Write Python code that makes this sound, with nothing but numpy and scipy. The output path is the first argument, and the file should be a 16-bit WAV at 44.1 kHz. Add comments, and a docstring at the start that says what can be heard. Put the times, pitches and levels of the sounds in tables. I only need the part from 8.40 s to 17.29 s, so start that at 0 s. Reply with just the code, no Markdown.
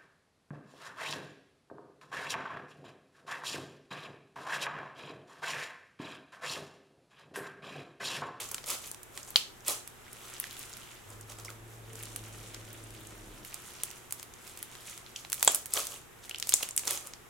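"""Bubbles pop in a lump of beaded slime kneaded close to a stereo microphone: damped cavity rings, snaps and thuds.
Fingers squelch in and peel out as swells of dense crackle, and the stretched strand fizzes with tiny bursts.
Under it lie a faint room tone of coloured noise with hum partials and, for a while,
a low drone like an engine outside, made of a few harmonics and rumble."""
import sys
import numpy as np
from scipy import signal
from scipy.fft import rfft, irfft, next_fast_len
from scipy.io import wavfile
from scipy.ndimage import uniform_filter1d, minimum_filter1d, map_coordinates

SR = 44100
rng = np.random.default_rng(int(sys.argv[2]) if len(sys.argv) > 2 else 0)


def unload_wav(signal):
    """Save mono or channel-first audio to the path in sys.argv[1] as 16-bit WAV at rate SR, clipped to [-1, 1]."""
    wavfile.write(
        sys.argv[1],
        SR,
        np.round(np.clip(np.atleast_2d(signal).T, -1, 1) * 32767).astype(np.int16),
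    )


N = 392049


def amp(db):
    """Decibels to gain."""
    return 10 ** (np.asarray(db) / 20)


def unit(x):
    """Scaled to rms 1."""
    return x / np.sqrt(np.mean(x ** 2) + 1e-20)


def unit_energy(x):
    """Scaled to energy 1 in each channel."""
    return x / np.sqrt(np.sum(x ** 2, axis=-1, keepdims=True) + 1e-20)


def along(points, hz):
    """(Hz, value) points read on a log frequency axis."""
    point_hz, value = np.transpose(points)
    return np.interp(np.log(hz + 1), np.log(point_hz + 1), value)


def wobble(rate):
    """A smooth random curve, rate knots a second."""
    knots = rng.standard_normal(int(N * rate / SR) + 4)
    return map_coordinates(knots, [np.arange(N) * rate / SR])


def impulse(spectrum, size=1024):
    """Minimum-phase click: the most compact causal burst with this spectrum, energy 1."""
    cepstrum = irfft(np.log(amp(along(spectrum, np.fft.rfftfreq(size, 1 / SR)))))
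    # folding the cepstrum forward in time makes the click causal
    cepstrum[1:size // 2] *= 2
    cepstrum[size // 2 + 1:] = 0
    return unit_energy(irfft(np.exp(rfft(cepstrum))))


def convolve(x, response):
    """Convolution along time; mono spreads to both channels."""
    return signal.fftconvolve(np.atleast_2d(x), np.atleast_2d(response), axes=1)


def noise(spectrum, side_db):
    """Coloured stereo noise of rms 1; side_db sets its width."""
    m = next_fast_len(N)
    gain = amp(along(spectrum, np.fft.rfftfreq(m, 1 / SR)))
    mid, side = irfft(rfft(rng.standard_normal((2, m))) * gain, m)[:, :N]
    side = amp(side_db) * side
    return unit(np.array([mid + side, mid - side]))


# how long the room rings at each frequency: pitch_hz [Hz], t60_s [s]
ROOM_DECAY = [(200, 0.35), (800, 0.36), (2500, 0.31), (7000, 0.36), (15000, 0.22)]


def room_tail(size=SR // 4):
    """The room's answer to a click, energy 1; each frequency dies at its own speed."""
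    hz, frame_s, grains = signal.stft(rng.standard_normal((2, size)), SR, nperseg=256)
    decay = amp(-60 * frame_s / along(ROOM_DECAY, hz)[:, None])
    tail = signal.istft(grains * decay, SR, nperseg=256)[1][:, :size]
    return unit_energy(tail * (np.arange(size) > .006 * SR))


# echo of the table top just under the hands: nominal delay, and the random spread given to every echo delay
TABLE_ECHO_S, ECHO_SPREAD = .00093, 0.036  # seconds, fraction of the delay
# echoes of nearby walls: delay_s [s, nominal], level_db [dB re direct sound]
WALL_ECHOES = [(.0082, -16.5), (0.0137, -20.5), (0.0206, -19)]


def surroundings(near_db, room_db, near_t60=0.027, apart=1.0, table_db=-8):
    """Path to the microphones: direct sound, scatter off the hands, table and wall echoes, then the room's tail."""
    size = SR // 4
    t = np.arange(size) / SR
    scatter = rng.standard_normal((2, size)) * amp(-60 * t / near_t60) * (t > .0002)
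    near = amp(near_db) * unit_energy(scatter) * [[1], [apart]]
    mid, side = near + amp(room_db) * room_tail(size)
    # long waves reach both capsules alike
    side = signal.lfilter(*signal.butter(1, 1200, "high", fs=SR), side)
    mid[0] += 1  # direct sound
    for delay_s, db in [(TABLE_ECHO_S, table_db)] + WALL_ECHOES:
        varied_s = delay_s * (1 + ECHO_SPREAD * rng.standard_normal())
        mid[round(varied_s * SR)] += amp(db)
    return unit_energy(np.array([mid + side, mid - side]))


BURST_OCTAVES = .55  # bandwidth of each bubble-size group


def crackle(level, spectrum, low_hz, high_hz, per_second, spread_db, room_db, count=6):
    """Countless tiny bursts, mostly weak, a few strong; each bubble-size group has its own pitch, spot and echoes."""
    f = np.fft.rfftfreq(1024, 1 / SR) + 1
    centres_hz = np.geomspace(low_hz, high_hz, count)[:, None]
    octaves = np.log2(np.clip(f, low_hz, high_hz) / centres_hz)
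    shares = (1 + (octaves / BURST_OCTAVES) ** 2) ** -2
    # together the groups add up to the given spectrum
    powers = amp(along(spectrum, f)) ** 2 * shares / shares.sum(axis=0)
    out = np.zeros((2, N))
    for power in powers / powers.mean(axis=1).sum():
        at = rng.integers(N, size=int(per_second / count * N / SR))
        strength = np.minimum(rng.exponential(size=len(at)), 3.8)
        signs = rng.choice([-1, 1], len(at))
        bursts = unit(np.bincount(at, amp(spread_db * strength) * signs, N))
        click_spectrum = np.column_stack([f, 10 * np.log10(power + 1e-12)])
        click = np.sqrt(power.mean()) * impulse(click_spectrum)
        path = convolve(click, surroundings(-9, room_db, table_db=-16))
        out += convolve(level * bursts, path)[:, :N]
    return out


def resonance(f, hz, q, skirt=1.89):
    """Power response of a damped resonance, mean 1; skirt sets how steeply it falls to either side."""
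    power = (1 + (q * (f / hz - hz / f)) ** 2 / skirt) ** -skirt
    return power / power.mean()


# the tearing film and the wet mass behind it, both heavily damped
SNAP_HZ, THUD_HZ, SKIN_Q = 2650, 730, 0.77


def bubble(hz, q, snap_db, thud_db):
    """One burst: the opened cavity rings for a few cycles over the snap of its film and a wet thud."""
    f = np.fft.rfftfreq(1024, 1 / SR) + 1
    ring = resonance(f, hz, q)
    snap = amp(snap_db) ** 2 * resonance(f, SNAP_HZ, SKIN_Q)
    thud = amp(thud_db) ** 2 * resonance(f, THUD_HZ, SKIN_Q)
    power = ring + snap + thud
    return np.sqrt(power.mean()) * impulse(np.column_stack([f, 10 * np.log10(power + 1e-5)]))


def ticks(level, per_second, size_db, spread_db=3, pitch_hz=7200, pitch_spread=0.46, q=3.0):
    """Single small bubbles, each with its own size and pitch, whose loudness follows the handling around them."""
    count = int(per_second * N / SR)
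    out = np.zeros((2, N + SR))
    paths = [surroundings(near_db=-6, room_db=-11) for _ in range(8)]
    for k, (when, size, pitch) in enumerate(rng.standard_normal((count, 3))):
        start = int((k + when) / count * N) % N
        hz = np.clip(pitch_hz * np.exp(pitch_spread * pitch), 1200, 13000)
        if level[start] > 0:
            heard = convolve(bubble(hz, q, snap_db=-16, thud_db=-13), paths[k % len(paths)])
            gain = level[start] * amp(size_db + spread_db * min(size, 2))
            out[:, start:start + heard.shape[1]] += gain * heard
    return out[:, :N]


# colour of air and microphone hiss: pitch_hz [Hz], level_db [relative dB per Hz]
AIR_COLOUR = [(12, -40), (20, 0.5), (130, -4), (285, -6), (367, -2), (574, -8.5), (718, -7), (1480, -8),
              (3840, -16.5), (4300, -23), (5080, -21.5), (7730, -16.5), (8890, -20), (12100, -18),
              (16000, -29)]
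# partials of the appliance hum: pitch_hz [Hz], level_db [dB rms, before its wobble]
HUM_PARTIALS = [(90, -73.5), (120, -67), (243, -77), (362, -73)]


def room_tone(air_db=-54.0):
    """Still air and microphone hiss as coloured noise, with a slightly unsteady appliance hum of sine partials."""
    t = np.arange(N) / SR
    hum = np.zeros(N)
    for hz, db in HUM_PARTIALS:
        phase = 2 * np.pi * hz * t + .8 * wobble(7)
        hum += amp(db + 1.5 * wobble(4)) * np.sin(phase)
    return np.sqrt(2) * hum + amp(air_db) * noise(AIR_COLOUR, side_db=-1.5)


ENGINE_ON_S, ENGINE_OFF_S, ENGINE_EDGE_S = 2.66, 5.05, 0.037  # middle of each fade, and its length
ENGINE_TONE_DB, ENGINE_RUMBLE_DB = -48.5, -55.5
BOOM_ENDS_S, BOOM_FADE_DB_PER_S = 4.42, 13  # late on its lowest order fades
RUMBLE_FULL_S, RUMBLE_GROWS_DB_PER_S = 3.8, 5.5  # early on its rumble builds
# speed of the distant engine, before a small wobble: time_s [s], pitch_hz [Hz]
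ENGINE_SPEED = [(2.7, 105.3), (3.34, 113.5), (3.48, 111.6), (3.8, 109), (4.51, 109.3), (4.9, 105)]
# harmonics of the engine: multiple [x pitch], level_db [dB re engine tone], loudest_s [s],
# fall_db_per_s [dB per s, before and after the loudest moment]
ENGINE_HARMONICS = [(1, -3.8, 3.7, 2), (2, -21.5, 4.3, 4), (3, -13.5, 4.86, 4.5), (4, -9, 3.55, 75)]
# colour of the engine's rumble: pitch_hz [Hz], level_db [relative dB per Hz]
RUMBLE_COLOUR = [(20, -31), (33, -6.5), (43, -2), (65, -23), (100, -19), (160, -18.5), (350, -15.5),
                 (500, -18), (800, -24.5), (2000, -85)]


def engine():
    """A far engine drifts in speed; only its low orders and rumble come through the walls."""
    t = np.arange(N) / SR
    hz = np.interp(t, *np.transpose(ENGINE_SPEED))
    inside_s = np.minimum(t - ENGINE_ON_S, ENGINE_OFF_S - t)
    running = np.clip(inside_s / ENGINE_EDGE_S + .5, 0, 1)
    boom_db = -BOOM_FADE_DB_PER_S * np.maximum(t - BOOM_ENDS_S, 0)
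    rumble_db = ENGINE_RUMBLE_DB - RUMBLE_GROWS_DB_PER_S * np.maximum(RUMBLE_FULL_S - t, 0)
    phase = 2 * np.pi * np.cumsum(hz * (1 + 0.0023 * wobble(14))) / SR
    tone = np.zeros(N)
    for multiple, db, loudest_s, fall in ENGINE_HARMONICS:
        level_db = db - fall * np.abs(t - loudest_s) + 1.3 * wobble(11)
        if multiple == 1:
            level_db = level_db + boom_db
        tone += amp(level_db) * np.sin(multiple * phase)
    rumble = amp(rumble_db) * noise(RUMBLE_COLOUR, side_db=-12.0)
    return running * (np.sqrt(2) * amp(ENGINE_TONE_DB) * tone + rumble)


SLACK_DB_PER_S = 85  # extra fade once the strand hangs slack
# the lump pulled into a strand: taut_s [s], slack_s [s], level_db [dB when taut, before each layer's trim],
# tighten_db_per_s [dB per s], relax_db_per_s [dB per s]
STRAND_PULLS = [(2.012, 2.52, -47, 35, 13), (3.587, 4.993, -50.5, 86, 4.5), (5.07, 5.56, -50.5, 144, 4.5),
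                (6.193, 6.686, -54, 32, 4)]


def tension():
    """Level of the fizz in dB: each pull tightens, relaxes slowly while it is held, then goes slack."""
    t = np.arange(N) / SR
    pulls = []
    for taut_s, slack_s, db, tighten, relax in STRAND_PULLS:
        rising = tighten * np.maximum(taut_s - t, 0)
        relaxing = relax * np.maximum(t - taut_s, 0)
        slackening = SLACK_DB_PER_S * np.maximum(t - slack_s, 0)
        pulls.append(db - rising - relaxing - slackening)
    return np.max(pulls, axis=0)


# colour of the coarse fizz: pitch_hz [Hz], level_db [relative dB per Hz]
COARSE_FIZZ_COLOUR = [(100, -9.5), (330, -3), (700, -14), (1300, 1.5), (1650, -1.5), (2200, -0.5),
                      (3200, 1), (4800, -12), (9000, -52.5)]
# colour of the fine fizz: pitch_hz [Hz], level_db [relative dB per Hz]
FINE_FIZZ_COLOUR = [(2500, -12.5), (5000, -10), (7300, -6.5), (10500, -9.5), (15500, -19.5)]


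def stretching(low_db=-4.5, fine_db=-3):
    """Pulled into a strand, the slime fizzes in fits as microscopic bubbles tear; now and then a larger one ticks."""
    pull_db = tension() + 1.3 * wobble(22)
    coarse = crackle(amp(pull_db + low_db), COARSE_FIZZ_COLOUR, 900, 3400,
                     per_second=1100, spread_db=5.8, room_db=-5, count=4)
    fine = crackle(amp(pull_db + fine_db), FINE_FIZZ_COLOUR, 5000, 12000,
                   per_second=1400, spread_db=6, room_db=-1, count=3)
    return coarse + fine + ticks(amp(pull_db) * (pull_db > -75), per_second=45, size_db=18)


LET_GO_S, LET_GO_PER_RISE = 0.028, 0.23  # a squelch dies away in this time, plus a share of its rise
# fingers pressing in or peeling out: peak_s [s], level_db [dB, before the layer trims],
# rise_s [s], hold_s [s], body_db [dB re the swell, before the pocket trim]
FINGER_SQUELCHES = [(.005, -34, 0.023, 0, -0.5), (.13, -50, 0.18, 0.0029, 4.5),
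                    (0.282, -33, 0.012, 0.045, -0.5), (0.436, -44, 0.011, 0.03, -4),
                    (.77, -45, 0.021, 0, 4.5), (.88, -48.5, 0.012, 0.003, 3.5),
                    (.965, -41.5, .003, 0.013, 1), (1.278, -29, 0.01, 0.022, 0),
                    (1.827, -55, 0.044, 0.053, 9), (2.715, -54.5, 0.069, 0.011, 7.5),
                    (2.899, -46, 0.013, 0, 4), (2.99, -52, 0.0092, 0.0071, 10),
                    (3.051, -50, 0.0051, 0.0016, 6), (3.098, -51.5, 0.0086, 0, 8.5),
                    (3.33, -56, 0.039, 0.015, -8), (5.06, -49.5, 0.0055, 0, -12),
                    (5.79, -48.5, 0.017, 0, -1), (6.08, -48.5, 0.048, 0, -5), (6.477, -45, 0.03, 0.034, -9),
                    (6.785, -46, 0.021, 0.0043, -12), (7.06, -38.5, 0.069, 0, -3),
                    (7.10, -41.5, 0.011, 0.035, 4.5), (7.363, -30, 0.024, 0.023, -1),
                    (7.498, -45, 0.016, 0.042, 1.5), (7.839, -49, 0.011, 0.0052, -14),
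                    (8.1, -42.5, 0.045, 0, -6), (8.177, -43, .01, 0.034, -15),
                    (8.218, -41, 0.01, 0.014, 0.5), (8.477, -34, 0.018, 0, -0.5),
                    (8.501, -34.5, 0.024, 0.032, -2), (8.659, -47.5, 0.029, 0, 4.5)]
# colour of the sticking skin: pitch_hz [Hz], level_db [relative dB per Hz]
FILM_COLOUR = [(60, -67.5), (200, -32), (900, -10.5), (1850, -6), (2300, -1), (3100, 1), (4200, -1.5),
               (5200, -1), (7400, 3), (11000, 0), (15500, -10)]
# colour of the deep pockets: pitch_hz [Hz], level_db [relative dB per Hz]
POCKET_COLOUR = [(50, -54), (150, -26), (260, -5), (450, 0.5), (720, -1), (950, -5), (1350, 1.5),
                 (1700, -11.5), (4000, -18.5)]


def squelches(film_db=-1, pocket_db=-9):
    """Skin sticks and tears free in a swell of dense crackle; deep pokes open larger, lower pockets."""
    t = np.arange(N) / SR
    film_power, pocket_power = np.zeros(N), np.zeros(N)
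    for peak_s, db, rise_s, hold_s, body_db in FINGER_SQUELCHES:
        fall_s = LET_GO_S + LET_GO_PER_RISE * rise_s
        distance = np.maximum((peak_s - t) / rise_s, (t - peak_s - hold_s) / fall_s)
        swell = amp(db) * np.exp(-np.clip(distance, 0, 20))
        film_power += swell ** 2
        pocket_power += (swell * amp(body_db)) ** 2
    film = crackle(amp(film_db) * np.sqrt(film_power), FILM_COLOUR, 2000, 12000,
                   per_second=4500, spread_db=5.3, room_db=-6)
    pockets = crackle(amp(pocket_db) * np.sqrt(pocket_power), POCKET_COLOUR, 350, 1400,
                      per_second=2400, spread_db=3.5, room_db=-6, count=3)
    # loose bubbles also burst just before and after each squeeze
    smoothed = uniform_filter1d(np.minimum(film_power, amp(-44) ** 2), size=8000)
    handling = np.sqrt(np.abs(smoothed))
    return film + pockets + ticks(handling * (handling > amp(-65)), per_second=40, size_db=17)


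TEAR_STEP_S = 0.00037  # typical time between jerks; each film takes half to one and a half of it
TEAR_FIRST = .86  # strength of the first jerk


def tear(burst):
    """The film gives way with a hard first jerk and a few weaker ones; an all-pass, so the colour stays."""
    step = max(1, round(TEAR_STEP_S * (.5 + rng.random()) * SR))
    jerks = np.r_[TEAR_FIRST, np.zeros(step - 1), 1]
    return signal.lfilter(jerks, jerks[::-1], burst)


# the larger bubbles bursting: start_s [s], level_db [dB, energy of the ring], pitch_hz [Hz, cavity],
# q [sharpness of the ring], snap_db [dB re ring], thud_db [dB re ring], pan_db [dB, left over right]
BUBBLE_POPS = [(0.0893, -20.5, 7640, 2.6, -25, -17, -4), (0.1145, -13, 8800, 1.4, -36, -11.5, -3),
               (0.1178, -15, 10000, 1.5, -20, -25, -2), (0.1449, -8, 8140, 2.3, -4.5, -33, 0),
               (0.1818, -19.5, 3100, 1.5, 1, -5, 0), (0.2416, -19.5, 4550, 1.4, -27, -4, 1),
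               (0.2614, -20, 8120, 1.8, -17, -19, 0), (0.303, -5.5, 9700, 1.1, -31, -39, -2),
               (0.515, -13, 8700, 1.9, -29, -12.5, 3), (0.5458, -22, 7670, 1.2, -5, -9, -3.5),
               (0.632, -20.5, 10000, 1.2, -25, -23, -6), (0.776, -17.5, 7870, 3.3, 1.5, -6.5, -1),
               (0.8307, -19.5, 6700, 3.2, -32, -36, -5), (0.8492, -27, 7420, 3.8, -19, -21, 7),
               (0.9052, -17, 11960, 1.9, -24, -20, -1.5), (0.9591, 6.5, 3100, 6, -12, -20, 0),
               (0.9591, 7.5, 4160, 3.7, -20, -24, 0), (0.9675, -7, 11000, 1.2, -21, -30, -1),
               (1.2817, -1, 9000, 1.7, -17, -45, -2), (1.476, -17, 9500, 2.3, -7.5, -20, -2),
               (1.6654, -27.5, 1480, 3, -7, -18, 0), (1.68, -30, 2200, 5, -15, -20, -4),
               (1.7302, -19.5, 9700, 2.3, -23, -37, -3), (1.9383, -20.5, 7450, 2.8, -15, -36, -1),
               (2, -5, 11500, 3.2, -17.5, -43, 1.5), (2.0407, -17.5, 1760, 3.1, 1.5, -36, -2),
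               (2.1101, -21.5, 4020, 1.1, -22, -20, 2), (2.1296, -22, 10630, 0.8, -13, -38, -4),
               (2.193, -17, 10990, 1.9, -32, -27, 1), (2.2297, -21.5, 7560, 1.9, -5, -34, 0),
               (2.33, -23, 7330, 4.1, -7, -38, -1), (2.3364, -19.5, 5800, 2.4, -32, -20, -2),
               (2.3693, -23, 11680, 3.0, -2, -20, -8), (2.7034, -24, 8500, 3.3, -18, -15, 3),
               (2.811, -22, 8100, 1.9, -30, -15, -4), (2.8985, -24.5, 8200, 3.1, -30, -12, -1.5),
               (2.9202, -31.5, 5950, 3.5, 7, -17, -8), (2.9867, -25.5, 7840, 5.9, -3, -7, -2),
               (2.999, -24.5, 6270, 1.8, -10, -33, -3), (3.0487, -19.5, 7100, 1.3, -9, -35, -1.5),
               (3.057, -22, 5480, 6, -17, -14, -3), (3.082, -22, 2140, 8, -22, -25, -2),
               (3.091, -21, 1410, 9, -9, -30, -2), (3.103, -22, 7650, 2.2, -3, -18, -3),
               (3.5322, -25.5, 8300, 1.5, -20, -18, -8), (3.5555, -21.5, 6860, 1.8, -29, -7, -1),
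               (3.5995, -27, 8790, 1.1, -31, -15, -4), (3.6277, -19.5, 11760, 2.7, -18, -35, 0),
               (3.6344, -17, 8220, 2.6, -14, -31, -3), (3.655, -20, 7460, 1.5, -14, -37, -2),
               (3.7612, -10, 9700, 2.8, -7.5, -42, -1), (4.1455, -18, 6020, 1.5, -2.5, -21, -1),
               (4.33, -22, 13360, 0.71, -21, -24, -6), (4.4392, -24, 9300, 5.3, -27, -37, 1.5),
               (4.506, -27.5, 8600, 2.5, -3, -38, 3), (4.671, -23, 8000, 2.5, -33, -33, -3.5),
               (5.1277, -24.5, 2500, 3, -6, -20, -2), (5.0493, -21, 11610, 2, -2.5, -38, -6),
               (5.143, -12, 8500, 1.8, -16, -31, -4), (5.435, -3, 9400, 2.1, -12.5, -23.5, 0),
               (5.504, -21.5, 6770, 2.5, -15, -8, -4), (5.5127, -21.5, 8640, 0.51, -2, -40, -5),
               (5.7087, -18, 8490, 1.6, -7, -14, -2), (5.7243, -6, 9500, 2.1, -12, -23, -4.5),
               (5.797, -20.5, 7400, 2.1, -6.5, -22, 5), (5.829, -17.5, 10150, 1.9, -3.5, -26, -3),
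               (5.938, -23.5, 6950, 3.5, -8, -38, -3), (6.0768, -25.5, 8780, 1.3, -4, -25, -11),
               (6.1744, -19.5, 8930, 2, -9, -24, -2), (6.1898, -23.5, 9500, 2, -17, -25, -2),
               (6.228, -10.5, 10660, 2.6, -9.5, -36, 0.5), (6.3525, -26, 2400, 0.75, 1.5, -25, -1.5),
               (6.472, -24, 7130, 4.0, -16, -38, -6), (6.483, -25, 1960, 4, -5, -20, -1),
               (6.5293, -23, 2900, 5, -12, -20, -1), (6.577, -20.5, 7940, 1.8, -4.5, -14, 0),
               (6.664, -23, 4040, 5, -8, -25, -4), (6.76, -13, 3020, 5, -25, -35, -1),
               (6.762, -13.5, 5800, 3, -25, -35, -3.5), (6.8492, -21.5, 3600, 3.5, 0.5, -6, 0),
               (6.9, -15, 9880, 0.6, -24, -21.5, 2), (6.9205, -9.5, 9900, 2.1, -6, -18, 0.5),
               (6.9295, -1, 8700, 1.8, -9.5, -35, -3.5), (6.943, -11, 12500, 2, -16, -30, -3),
               (6.996, -15.5, 7340, 2.2, -32, -34, 1), (7.0077, -20, 6400, 1.3, -2.5, -12, -3),
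               (7.028, 4, 8140, 1.0, -8, -14, -1), (7.048, -0.5, 11100, 2.7, -36, -37, 5),
               (7.0764, 3.5, 3330, 4.9, -28, -2.5, -2), (7.0769, 10.5, 7370, 7, -11, -12.5, -2.5),
               (7.0789, 3, 7600, 12, -14, -13.5, -4), (7.119, -8, 10600, 1.6, -15.5, -22, 4),
               (7.147, 3, 9700, 2.2, -17.5, -22, -0.5), (7.158, -6, 10500, 1.6, -18, -26, -1.5),
               (7.2585, -11.5, 10140, 1.4, -14.5, -48, -2.5), (7.2658, -20, 9890, 2.1, -20, -39, -4),
               (7.3375, 1.5, 8700, 2, -29, -45, 1), (7.3684, -8.5, 6200, 2.8, -6, -8, -1),
               (7.3719, -10.5, 1300, 4, -8, -0.5, 0), (7.3747, -8.5, 3000, 5, -13, -9, 4),
               (7.4533, -16, 9400, 2, -10, -25, -2), (7.4697, -8.5, 7900, 1.3, -19, -44, -2),
               (7.521, -24, 2900, 6, -15, -22, 1), (7.538, -25, 3100, 6, -15, -25, -1),
               (7.5607, -24, 2770, 6, -10, -18, -1), (7.8789, -34, 2000, 4, -10, -20, -5),
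               (7.895, -14.5, 8100, 1.6, -5.5, -20, 0), (7.911, -13.5, 2820, 7.2, -4.5, -14, -1),
               (7.946, -10.5, 2900, 5.9, -6.5, -26, -1), (7.959, -19, 4200, 2, -19, -30, -1),
               (7.9805, -23, 3000, 6, -15, -25, -1), (7.9845, -15.5, 7900, 1.7, -17, -27, 0),
               (7.9995, -11, 7120, 1.5, -11, -20, 2), (8.0259, -5, 4170, 1.2, -13, -24, -1),
               (8.0717, -13, 7720, 1.0, -29, -12.5, 0), (8.0926, 1, 8500, 1.3, -15, -39, -1),
               (8.1227, -6, 3760, 0.66, -15, -37, 1), (8.133, -9.5, 3670, 4.0, -31, -39, -5),
               (8.1391, 10, 7500, 3.4, -22, -23.5, 0), (8.1468, -14, 7500, 2, -23, -28, 0),
               (8.2082, -22.5, 1900, 1.5, -3, 2, -1), (8.227, -8.5, 6900, 2.8, -11, -21, 0),
               (8.2305, -8.5, 2970, 3.5, -3, -6.5, -2), (8.2311, -9, 10500, 1.2, -24, -27, -2),
               (8.2891, -13, 8850, 2.5, -7, -51, -2), (8.309, -13.5, 7400, 5, -29, -23, 0),
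               (8.3644, -3.5, 9700, 3.3, -21, -42, -2), (8.3771, 3, 7840, 3.1, -12.5, -36, -2.5),
               (8.394, -10, 7860, 1.3, -11, -23, -1), (8.4352, -23.5, 2500, 3, -6, 0, 0),
               (8.4537, -15.5, 10000, 2, -15, -25, -2), (8.4735, -7.5, 6750, 2.0, -14, -14, -2),
               (8.4776, -2.5, 6770, 1.2, -30, -11, -1), (8.5081, -2.5, 8700, 1.7, -8.5, -45, -3),
               (8.575, -12.5, 6800, 7.5, -4.5, -30, -4), (8.6719, -16.5, 8900, 2, -12, -25, -1.5),
               (8.736, -18, 5030, 2.3, -7, -13.5, -2)]


def pops(room_db=-14.0, snap_room_db=-14.5, snap_width=3.1):
    """Each large bubble bursts at its own spot between the hands; the room also answers with a broader, duller ring."""
    out = np.zeros((2, N + SR))
    for start_s, db, hz, q, snap_db, thud_db, pan_db in BUBBLE_POPS:
        burst = tear(bubble(hz, q, snap_db, thud_db))
        path = surroundings(near_db=-3.5, room_db=room_db, near_t60=0.011, table_db=-21)
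        heard = convolve(burst, path) * amp([[pan_db / 2], [-pan_db / 2]])
        wide_burst = bubble(hz, max(q / snap_width, .8), snap_db, thud_db)
        heard += amp(snap_room_db) * convolve(wide_burst, room_tail())
        out[:, round(start_s * SR):][:, :heard.shape[1]] += amp(db) * heard
    return out[:, :N]


def scene():
    """Squelches and fizz sit a little to the right, with the pops, over the engine and the room's own sound."""
    slime = (stretching() + squelches()) * amp([[-.6], [.6]])
    return room_tone() + engine() + slime + pops()


TOP_HZ = 16200  # band limit


def record(dry, ceiling=1.6, release_db_per_s=150, clip_top=1.0, hardness=5):
    """A limiter ducks around peaks over the ceiling, tips clip softly, and nothing is kept above the band limit."""
    excess_db = 20 * np.log10(np.maximum(1, np.abs(dry).max(axis=0) / ceiling))
    recovery_db = release_db_per_s * np.arange(N) / SR
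    gain = amp(recovery_db - np.maximum.accumulate(excess_db + recovery_db))
    limited = dry * uniform_filter1d(minimum_filter1d(gain, size=25), size=25)
    clipped = limited / (1 + np.abs(limited / clip_top) ** hardness) ** (1 / hardness)
    m = next_fast_len(N + SR // 2)
    kept = np.fft.rfftfreq(m, 1 / SR) < TOP_HZ
    return irfft(rfft(clipped, m) * kept, m)[:, :N]


dry = scene()
out = record(dry)
unload_wav(out)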